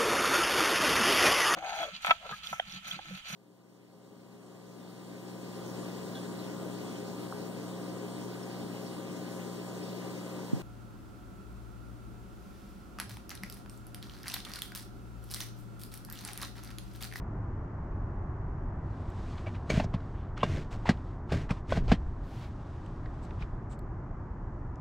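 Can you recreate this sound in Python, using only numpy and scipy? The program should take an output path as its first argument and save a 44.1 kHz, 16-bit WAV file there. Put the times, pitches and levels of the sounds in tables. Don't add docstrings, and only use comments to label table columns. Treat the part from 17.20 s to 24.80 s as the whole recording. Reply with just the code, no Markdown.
import sys
import numpy as np
from scipy import signal
from scipy.fft import rfft, irfft, next_fast_len
from scipy.io import wavfile
from scipy.ndimage import uniform_filter1d

SR = 44100
rng = np.random.default_rng(int(sys.argv[2]) if len(sys.argv) > 2 else 0)


def wrap_up_sound(samples):
    columns = np.atleast_2d(samples).T
    tamed = np.clip(columns, -1, 1)
    steps = np.round(tamed * 32767).astype(np.int16)
    wavfile.write(sys.argv[1], SR, steps)


N = 335315
TIME = np.arange(N) / SR


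def from_db(db):
    return 10 ** (np.asarray(db) / 20)


def rms_one(x):
    return x / np.sqrt(np.mean(x ** 2) + 1e-20)


def peak_one(x):
    power = uniform_filter1d(np.mean(x, axis=0) ** 2, size=176)
    return x / np.sqrt(power.max())


def add(out, s, sound):
    start = int(s * SR)
    out[:, start:start + sound.shape[-1]] += sound[..., :N - start]


def ramp(s, length_s):
    return np.clip((TIME - s) / length_s, 0, 1)


def bell(middle_s, spread_s):
    return np.exp(-np.minimum(((TIME - middle_s) / spread_s) ** 2, 100) / 2)


def arch(s, length_s, roundness=0.7):
    return np.abs(np.sin(np.pi * ramp(s, length_s))) ** roundness


def swell_and_die(t, peak_s, sharpness):
    return (t / peak_s * np.exp(1 - t / peak_s)) ** sharpness


def shove(s, run_up_s, glide_s, slowing_db_per_s, stop_db_per_s):
    t = np.maximum(TIME - s - run_up_s, 0)
    glide_loss_db = slowing_db_per_s * np.minimum(t, glide_s)
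    stop_loss_db = stop_db_per_s * np.maximum(t - glide_s, 0)
    run_up = np.sin(ramp(s, run_up_s) * np.pi / 2) ** 2
    return run_up * from_db(-glide_loss_db - stop_loss_db)


def gain_at(points, hz):
    knots_hz, db = np.transpose(points)
    return from_db(np.interp(np.log(hz + 1), np.log(knots_hz), db))


# f/Hz, side re mid level/dB
STEREO_WIDTH = [(60, -27.5), (130, -32.5), (220, -20.5), (380, -18), (700, -8.5), (1290, -6), (2400, -4),
                (4400, -4.5), (8000, -4), (14000, 9)]


def noise(spectrum, size=N):
    padded = next_fast_len(size)
    hz = np.arange(padded // 2 + 1) * SR / padded
    mid, side = rfft(rng.standard_normal((2, padded))) * gain_at(spectrum, hz)
    side = side * gain_at(STEREO_WIDTH, hz)
    mid, side = irfft([mid, side], padded)[:, :size]
    return np.array([mid + side, mid - side]) / mid.std()


def grain(rate_hz, depth_db, size=N):
    knots = np.arange(size) * rate_hz / SR
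    steps = rng.standard_normal(int(knots[-1]) + 2)
    return rms_one(from_db(depth_db * np.interp(knots, np.arange(len(steps)), steps)))


def low_pass(x, hz, order=2):
    return signal.sosfilt(signal.butter(order, hz, fs=SR, output="sos"), x)


def resonate(x, hz, width_hz):
    r = np.exp(-np.pi * width_hz / SR)
    zeros = np.array([1, 0, -1]) * (1 - r * r) / 2
    poles = [1, -2 * r * np.cos(2 * np.pi * hz / SR), r * r]
    return signal.lfilter(zeros, poles, x)


# f/Hz, width/Hz, level/dB
SHELL_MODES = [(415, 105, 2.5), (560, 114, 6.5), (653, 164, 8), (780, 270, -2), (1070, 250, -8.5),
               (1250, 200, -10), (1580, 36, -4.5), (2320, 50, -5), (2800, 70, -20), (3100, 70, -20),
               (3590, 51, -27.5), (4270, 30, -21.5)]


def shell(x):
    return sum((-1) ** k * from_db(db) * resonate(x, hz, width_hz)
               for k, (hz, width_hz, db) in enumerate(SHELL_MODES))


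# f/Hz, relative level/dB per Hz
RUMBLE_SPECTRUM = [(12, -30), (20, -2), (33, 3), (54, -1), (103, 0.5), (140, -5.5), (163, -8), (206, -12.5),
                   (354, -14.5), (490, -24.5), (595, -22.5), (1040, -23), (1870, -36.5), (2590, -51.5),
                   (3500, -61), (4550, -95.5), (7700, -120)]
HISS_SPECTRUM = [(2500, -9), (4000, -1), (6000, 0.5), (7600, -4), (8600, -16), (15000, -36.5)]
# t/s, level/dB
RUMBLE_SWELL = [(0, 1.5), (1.2, 1.7), (2.2, 1.3), (5.2, -1.5), (6.2, 0.6), (7.6, -.5)]
RUMBLE_DB, HISS_DB = -37.5, -84.5


def cabin():
    rumble_db = RUMBLE_DB + np.interp(TIME, *np.transpose(RUMBLE_SWELL))
    rumble = from_db(rumble_db) * low_pass(noise(RUMBLE_SPECTRUM), 4200)
    return rumble + from_db(HISS_DB) * noise(HISS_SPECTRUM)


# t/s, length/s, level/dB
ARM_MOVES = [(1.667, 0.32, -67), (1.92, 0.35, -59), (2.157, 0.3, -64.5), (2.614, 0.46, -69),
             (3.45, 0.41, -65.5), (3.804, 0.18, -70), (4.308, 0.095, -61.5), (4.62, 0.45, -71.5),
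             (5.054, 0.25, -60), (5.22, 0.67, -66.5), (5.838, 0.5, -68)]
# f/Hz, relative level/dB per Hz
CLOTH_SPECTRUM = [(800, 1.5), (1800, 1.5), (3500, -1.5), (5500, -7), (8000, -12.5), (10500, -23.5),
                  (15000, -36.5)]
PALM_SPECTRUM = [(1000, 0), (4000, 0), (8000, -19), (10000, -8), (15500, -14)]
ARM_SPREAD = 0.37
SHOVE_RUSTLE_DB, SHOVE_RUSTLE_SPREAD_S = -60, 0.03
PALM_START_S, PALM_LENGTH_S, PALM_DB = 5.02, 0.29, -67


def sleeve():
    moves = [from_db(db) * bell(s + length_s / 2, ARM_SPREAD * length_s)
             for s, length_s, db in ARM_MOVES]
    moves += [from_db(SHOVE_RUSTLE_DB) * bell(s + run_up_s, SHOVE_RUSTLE_SPREAD_S)
              for s, run_up_s, *_ in SLIDES]
    motion = np.linalg.norm(moves, axis=0)
    cloth = motion * noise(CLOTH_SPECTRUM) * grain(rate_hz=79, depth_db=0.8)
    palm = arch(PALM_START_S, PALM_LENGTH_S) * noise(PALM_SPECTRUM)
    return cloth + from_db(PALM_DB) * palm


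# t/s, length/s, level/dB, upper mode level/dB
TOUCHES = [(1.899, 0.0074, -68.5, 5), (5.659, .01, -71, -7), (6.016, .065, -70, -9),
           (6.494, 0.071, -64.5, -17), (6.589, 0.0085, -66, 6)]
# f/Hz, relative level/dB per Hz
FINGERTIP_SPECTRUM = [(3000, 2), (6000, 3), (8300, 1), (10500, -10), (15000, -7)]
HOUSING_HZ, HOUSING_WIDTH_HZ = 7700, 750
HOUSING_TOP_HZ, HOUSING_TOP_WIDTH_HZ = 12000, 800
LEFT_OVER_RIGHT_DB = 11


def touches(grip=0.7):
    out, t = np.zeros((2, N)), TIME[:SR // 8]
    pan_db = LEFT_OVER_RIGHT_DB * np.array([[.5], [-.5]])
    for s, length_s, db, top_db in TOUCHES:
        slips = noise(FINGERTIP_SPECTRUM, size=len(t)).mean(axis=0)
        slips = slips * grain(rate_hz=500, depth_db=3.0, size=len(t))
        slips = slips * np.sin(np.pi * np.minimum(t / length_s, 1) ** grip) ** 2
        main_mode = resonate(slips, HOUSING_HZ, HOUSING_WIDTH_HZ)
        top_mode = resonate(slips, HOUSING_TOP_HZ, HOUSING_TOP_WIDTH_HZ)
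        ring = main_mode - from_db(top_db) * top_mode
        add(out, s, from_db(db + pan_db) * peak_one(ring[None]))
    return out


# t/s, length/s, level/dB (before the swell), f/Hz, width/Hz
CREAKS = [(2.173, 0.036, -52, 2500, 2500), (2.257, .049, -45, 2240, 1380), (2.335, 0.05, -51.5, 2500, 2000),
          (2.633, 0.03, -51, 5470, 2000), (2.733, 0.023, -49, 3020, 2500), (2.919, 0.24, -66, 2920, 1000),
          (3.16, 0.066, -50, 2880, 2200), (3.192, 0.051, -46, 2800, 600), (3.502, 0.083, -49.5, 3480, 9000),
          (3.498, 0.091, -47, 449, 250), (3.65, 0.025, -39, 700, 600), (3.651, 0.068, -37, 2500, 2400),
          (4.086, 0.055, -46.5, 1500, 3000), (4.19, .06, -53, 2400, 2000), (4.288, 0.035, -41, 1700, 3000),
          (4.363, .03, -59, 3000, 2000), (4.549, 0.043, -44, 1700, 3000), (4.625, 0.1, -60.5, 4000, 5000),
          (4.677, 0.051, -45, 600, 300), (4.671, 0.11, -41, 2660, 4000), (5.198, 0.1, -55.5, 3140, 3000),
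          (6.014, 0.087, -64, 4500, 4000), (6.183, 0.091, -53.5, 2600, 3000),
          (6.492, 0.086, -63.5, 4020, 5000)]
# f/Hz, relative level/dB per Hz
LEATHER_SPECTRUM = [(200, -22.5), (700, 22), (2500, 4), (5000, -4.5), (8000, -9.5), (10500, -20),
                    (15000, -21)]


def creaks(grip=0.67):
    out = np.zeros((2, N))
    for s, length_s, db, hz, width_hz in CREAKS:
        size = int(length_s * SR)
        slips = noise(LEATHER_SPECTRUM, size=SR // 4) * grain(rate_hz=500, depth_db=3.0, size=SR // 4)
        creak = rms_one(resonate(slips, hz, width_hz)[:, :size])
        pressure = np.sin(np.pi * np.linspace(0, 1, size) ** grip) ** 2
        add(out, s, from_db(db) * pressure * creak)
    return out


# t/s, level/dB, f/Hz
TICKS = [(2.267, -37.5, 620), (2.178, -58, 3640), (2.804, -60, 3300), (3.772, -59, 3400),
         (3.176, -41, 1200), (3.177, -46, 2880), (3.177, -55, 6300), (3.372, -39.5, 556),
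         (3.655, -36.5, 980), (3.657, -42, 2400), (3.670, -37, 2300), (4.093, -47, 880), (4.310, -37, 1100),
         (4.679, -39.5, 580), (4.680, -48, 4500), (5.662, -58, 3400), (5.761, -69, 5500),
         (5.858, -47, 1880), (5.858, -60.5, 4000), (6.107, -53, 2320), (6.108, -67, 5200),
         (6.216, -58, 4500), (6.220, -49, 950), (6.223, -45.5, 2350), (6.224, -60, 5200),
         (6.591, -64, 4700), (7.557, -64, 6250)]


def ticks(decay_s=0.004, damping=0.28, ref_hz=2000, shortening=0.47, rise_s=0.00035):
    out, t = np.zeros((2, N)), TIME[:SR // 12]
    spectrum = [(500, 20), (2000, 7.0), (7000, -10.5), (15000, -26.5)]
    for s, db, hz in TICKS:
        decay = np.exp(-t / decay_s * (hz / ref_hz) ** shortening)
        snap = noise(spectrum, size=len(t)) * decay * (1 - np.exp(-t / rise_s))
        add(out, s, from_db(db) * peak_one(resonate(snap, hz, damping * hz)))
    return out


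# t/s, level/dB, f/Hz
PINGS = [(2.268, -41, 2300), (2.499, -40.5, 6520), (2.499, -38, 4340), (2.5995, -40, 2130),
         (2.5995, -34, 880), (3.231, -35, 3545), (3.231, -32, 2810), (3.231, -31.5, 1596),
         (3.69, -27.5, 1640), (3.69, -33, 1990), (3.69, -35, 2890), (3.69, -37, 4220), (4.521, -30.5, 1500),
         (4.521, -40, 3380), (4.718, -34, 3070), (4.717, -37, 3310), (5.858, -48, 1860)]


def pings(decay_s=0.0095, rise_s=0.00043):
    out, t = np.zeros((2, N)), TIME[:SR // 5]
    envelope = np.exp(-t / decay_s) * (1 - np.exp(-t / rise_s))
    for s, db, hz in PINGS:
        add(out, s, from_db(db) * np.sin(2 * np.pi * hz * t) * envelope)
    return out


# t/s, run-up/s, glide/s, friction level/dB, judder level/dB, slowing/(dB/s)
SLIDES = [(2.49, 0.012, 0.099, -38.5, -30, -1), (3.150, 0.2, 0.07, -44.5, -31.5, 74.5),
          (4.107, 0.024, 0.11, -40, -24, 115), (4.478, 0.031, 0.063, -42.5, -34, -1)]
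# f/Hz, relative level/dB per Hz
FRICTION_SPECTRUM = [(180, -52), (300, -6), (509, -7), (581, -4.5), (769, -14.5), (1120, -10), (1260, -12),
                     (1560, -8), (2170, -8), (2440, -10.5), (2880, -12.5), (6900, -23.5), (9500, -33),
                     (11000, -40.5), (15500, -46)]
JUDDER_SPECTRUM = [(20, 5), (40, -6), (80, 9), (125, 4.5), (165, -0.5), (230, -10), (400, -12.5),
                   (800, -65)]
FRICTION_STOP_DB_PER_S, JUDDER_STOP_DB_PER_S = 372, 162


def rails():
    friction = judder = 0
    for s, run_up_s, glide_s, friction_db, judder_db, slowing in SLIDES:
        runner = shove(s, run_up_s, glide_s, slowing, FRICTION_STOP_DB_PER_S)
        cushion = shove(s, run_up_s, glide_s, slowing, JUDDER_STOP_DB_PER_S)
        friction = friction + from_db(friction_db) * runner
        judder = judder + from_db(judder_db) * cushion
    grit = noise(FRICTION_SPECTRUM)
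    grit = grit * grain(rate_hz=600, depth_db=2.3) * grain(rate_hz=90, depth_db=0.7)
    scrape = rms_one(grit + from_db(1.5) * shell(grit))
    return friction * scrape + judder * low_pass(noise(JUDDER_SPECTRUM), 760)


def favoured(hz, favoured_hz, emphasis_db=6.0, spread_octaves=0.29):
    octaves = np.log2(hz / favoured_hz)
    return from_db(emphasis_db * np.exp(-(octaves / spread_octaves) ** 2))


def struck_shell(t, favoured_hz, uneven_db=2.0, tap_hz=2600):
    tap = low_pass(1.0 * (t == 0), tap_hz) + 1e-18
    strengths = from_db(uneven_db * rng.standard_normal(len(SHELL_MODES)))
    return sum((-1) ** k * strengths[k] * favoured(hz, favoured_hz) * from_db(db) * resonate(tap, hz, width_hz)
               for k, (hz, width_hz, db) in enumerate(SHELL_MODES))


REBOUND_S, REBOUND_DB, REBOUND_PITCH = 0.0172, -10.5, 0.92
BOOM_HZ, BOOM_WIDTH_HZ, BOOM_DB = 101.6, 15, -7


def thump(t, hz, peak_s=0.00747):
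    def swing(t, hz):
        envelope = swell_and_die(np.maximum(t, 0), peak_s, sharpness=9.2)
        return np.cos(2 * np.pi * hz * (t - peak_s)) * envelope
    swings = swing(t, hz) + from_db(REBOUND_DB) * swing(t - REBOUND_S, REBOUND_PITCH * hz)
    return swings + from_db(BOOM_DB) * resonate(swings, BOOM_HZ, BOOM_WIDTH_HZ)


# t/s, crack level/dB, contact top f/Hz, shell level/dB, favoured shell f/Hz,
# thump level/dB, thump f/Hz, ring f/Hz, ring level/dB, ring swell/s
KNOCKS = [(2.4998, -31, 11000, -26, 480, -31, 260, 2280, -29.5, 0.0047),
          (2.515, -46, 7000, -42, 420, -29, 120, 2290, -44, .004),
          (2.533, -51, 3500, -43, 550, -23.5, 185, 2300, -51, .004),
          (2.572, -39, 5500, -37, 800, -12.5, 145, 1480, -44, .003),
          (2.5993, -36.5, 4000, -25.5, 610, -25.5, 230, 2670, -31, 0.0014),
          (2.6406, -55, 7500, -39.5, 680, -25, 160, 670, -37, 0.0027),
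          (2.740, -40.5, 4500, -35.5, 650, -16.5, 134, 1040, -34.5, 0.0022),
          (3.2308, -29.5, 6500, -22.5, 540, -21.5, 151, 1065, -16, 0.0024),
          (3.6903, -24, 6500, -25.5, 570, -9.5, 186, 1850, -22.5, 0.0012),
          (4.1194, -33.5, 10000, -31.5, 900, -26.5, 125, 1470, -42, .0011),
          (4.126, -48, 6500, -45, 450, -23.5, 221, 1890, -51, .002),
          (4.139, -48, 6500, -33, 550, -22.5, 125, 1170, -44, 0.0036),
          (4.3056, -35.5, 7900, -34, 627, -17, 154, 2460, -34.5, 0.0019),
          (4.5209, -32, 4300, -24.5, 560, -28, 160, 1070, -25, 0.0025),
          (4.5720, -38, 7000, -29, 480, -17, 150, 1490, -41, .0015),
          (4.7167, -24, 5460, -22, 560, -9, 203, 1620, -32, .0022)]
# f/Hz, relative level/dB per Hz
CRACK_SPECTRUM = [(500, 13.5), (1200, 3), (1900, 5), (2900, 1.5), (4200, -2), (6300, -9), (8500, -11.5),
                  (11000, -21), (15000, -22)]


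def knocks(chatter_s=0.0092, tail_s=0.02, tail_db=-15.0, rise_s=0.0014, rattle_db=-12, rattle_peak_s=0.005):
    out, t = np.zeros((2, N)), TIME[:SR // 5]
    rattle_spectrum = [(200, -2.0), (4000, -16), (12000, -34.0)]
    cabin_tail = from_db(tail_db) * np.exp(-t / tail_s)
    for (s, crack_db, top_hz, shell_db, favoured_hz,
         thump_db, thump_hz, ring_hz, ring_db, ring_swell_s) in KNOCKS:
        chatter = np.exp(-t / chatter_s) * grain(rate_hz=1200, depth_db=3.0, size=len(t))
        contact = noise(CRACK_SPECTRUM, size=len(t)) * (chatter + cabin_tail) * (1 - np.exp(-t / rise_s))
        crack = peak_one(low_pass(contact, top_hz))
        buzz = noise(rattle_spectrum, size=len(t)) * swell_and_die(t, rattle_peak_s, sharpness=1)
        rattle = peak_one(shell(buzz))
        body = peak_one(struck_shell(t, favoured_hz)[None]) + from_db(rattle_db) * rattle
        ring = np.sin(2 * np.pi * ring_hz * t) * swell_and_die(t, ring_swell_s, sharpness=1.9)
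        knock = from_db(crack_db) * crack + from_db(shell_db) * body
        knock = knock + from_db(thump_db) * thump(t, thump_hz) + from_db(ring_db) * ring
        add(out, s, knock)
    return out


# t/s, run-up/s, hold/s, sway level/dB, judder level/dB
SWAYS = [(4.553, 0.015, 0.13, -27.5, -33.5)]
# f/Hz, relative level/dB per Hz
SWAY_SPECTRUM = [(20, -4), (45, 0.5), (70, -4.5), (120, -22.5), (300, -58), (1000, -100)]
SWAY_STOP_DB_PER_S = 52


def sway():
    out = 0
    for s, run_up_s, hold_s, sway_db, judder_db in SWAYS:
        rocking = shove(s, run_up_s, hold_s, 0, SWAY_STOP_DB_PER_S) * noise(SWAY_SPECTRUM)
        judder = shove(s, run_up_s, hold_s, 0, JUDDER_STOP_DB_PER_S) * noise(JUDDER_SPECTRUM)
        out = out + from_db(sway_db) * rocking + from_db(judder_db) * judder
    return out


def scene():
    background = cabin()
    hand = sleeve() + touches() + creaks() + ticks()
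    seat = pings() + rails() + knocks() + sway()
    return background + hand + seat


CLOSED_AT_S, CLOSING_S, OPENS_AT_S, OPENING_S = 2.18, 0.68, 4.05, 2.4
SIDE_BEFORE_DB, SIDE_CLOSED_DB, SIDE_AFTER_DB = 0.5, -49, -1.5
CUTOFF_HZ = 15700


def record(dry):
    mid = dry.mean(axis=0)
    closing = 1 - ramp(CLOSED_AT_S - CLOSING_S, CLOSING_S)
    opening = ramp(OPENS_AT_S, OPENING_S)
    width = from_db(SIDE_BEFORE_DB) * closing + from_db(SIDE_CLOSED_DB) + from_db(SIDE_AFTER_DB) * opening
    image = mid + (dry - mid) * width
    steep_cut = signal.ellip(10, .1, 80, CUTOFF_HZ, fs=SR, output="sos")
    return signal.sosfilt(steep_cut, image)


dry = scene()
out = record(dry)
wrap_up_sound(out)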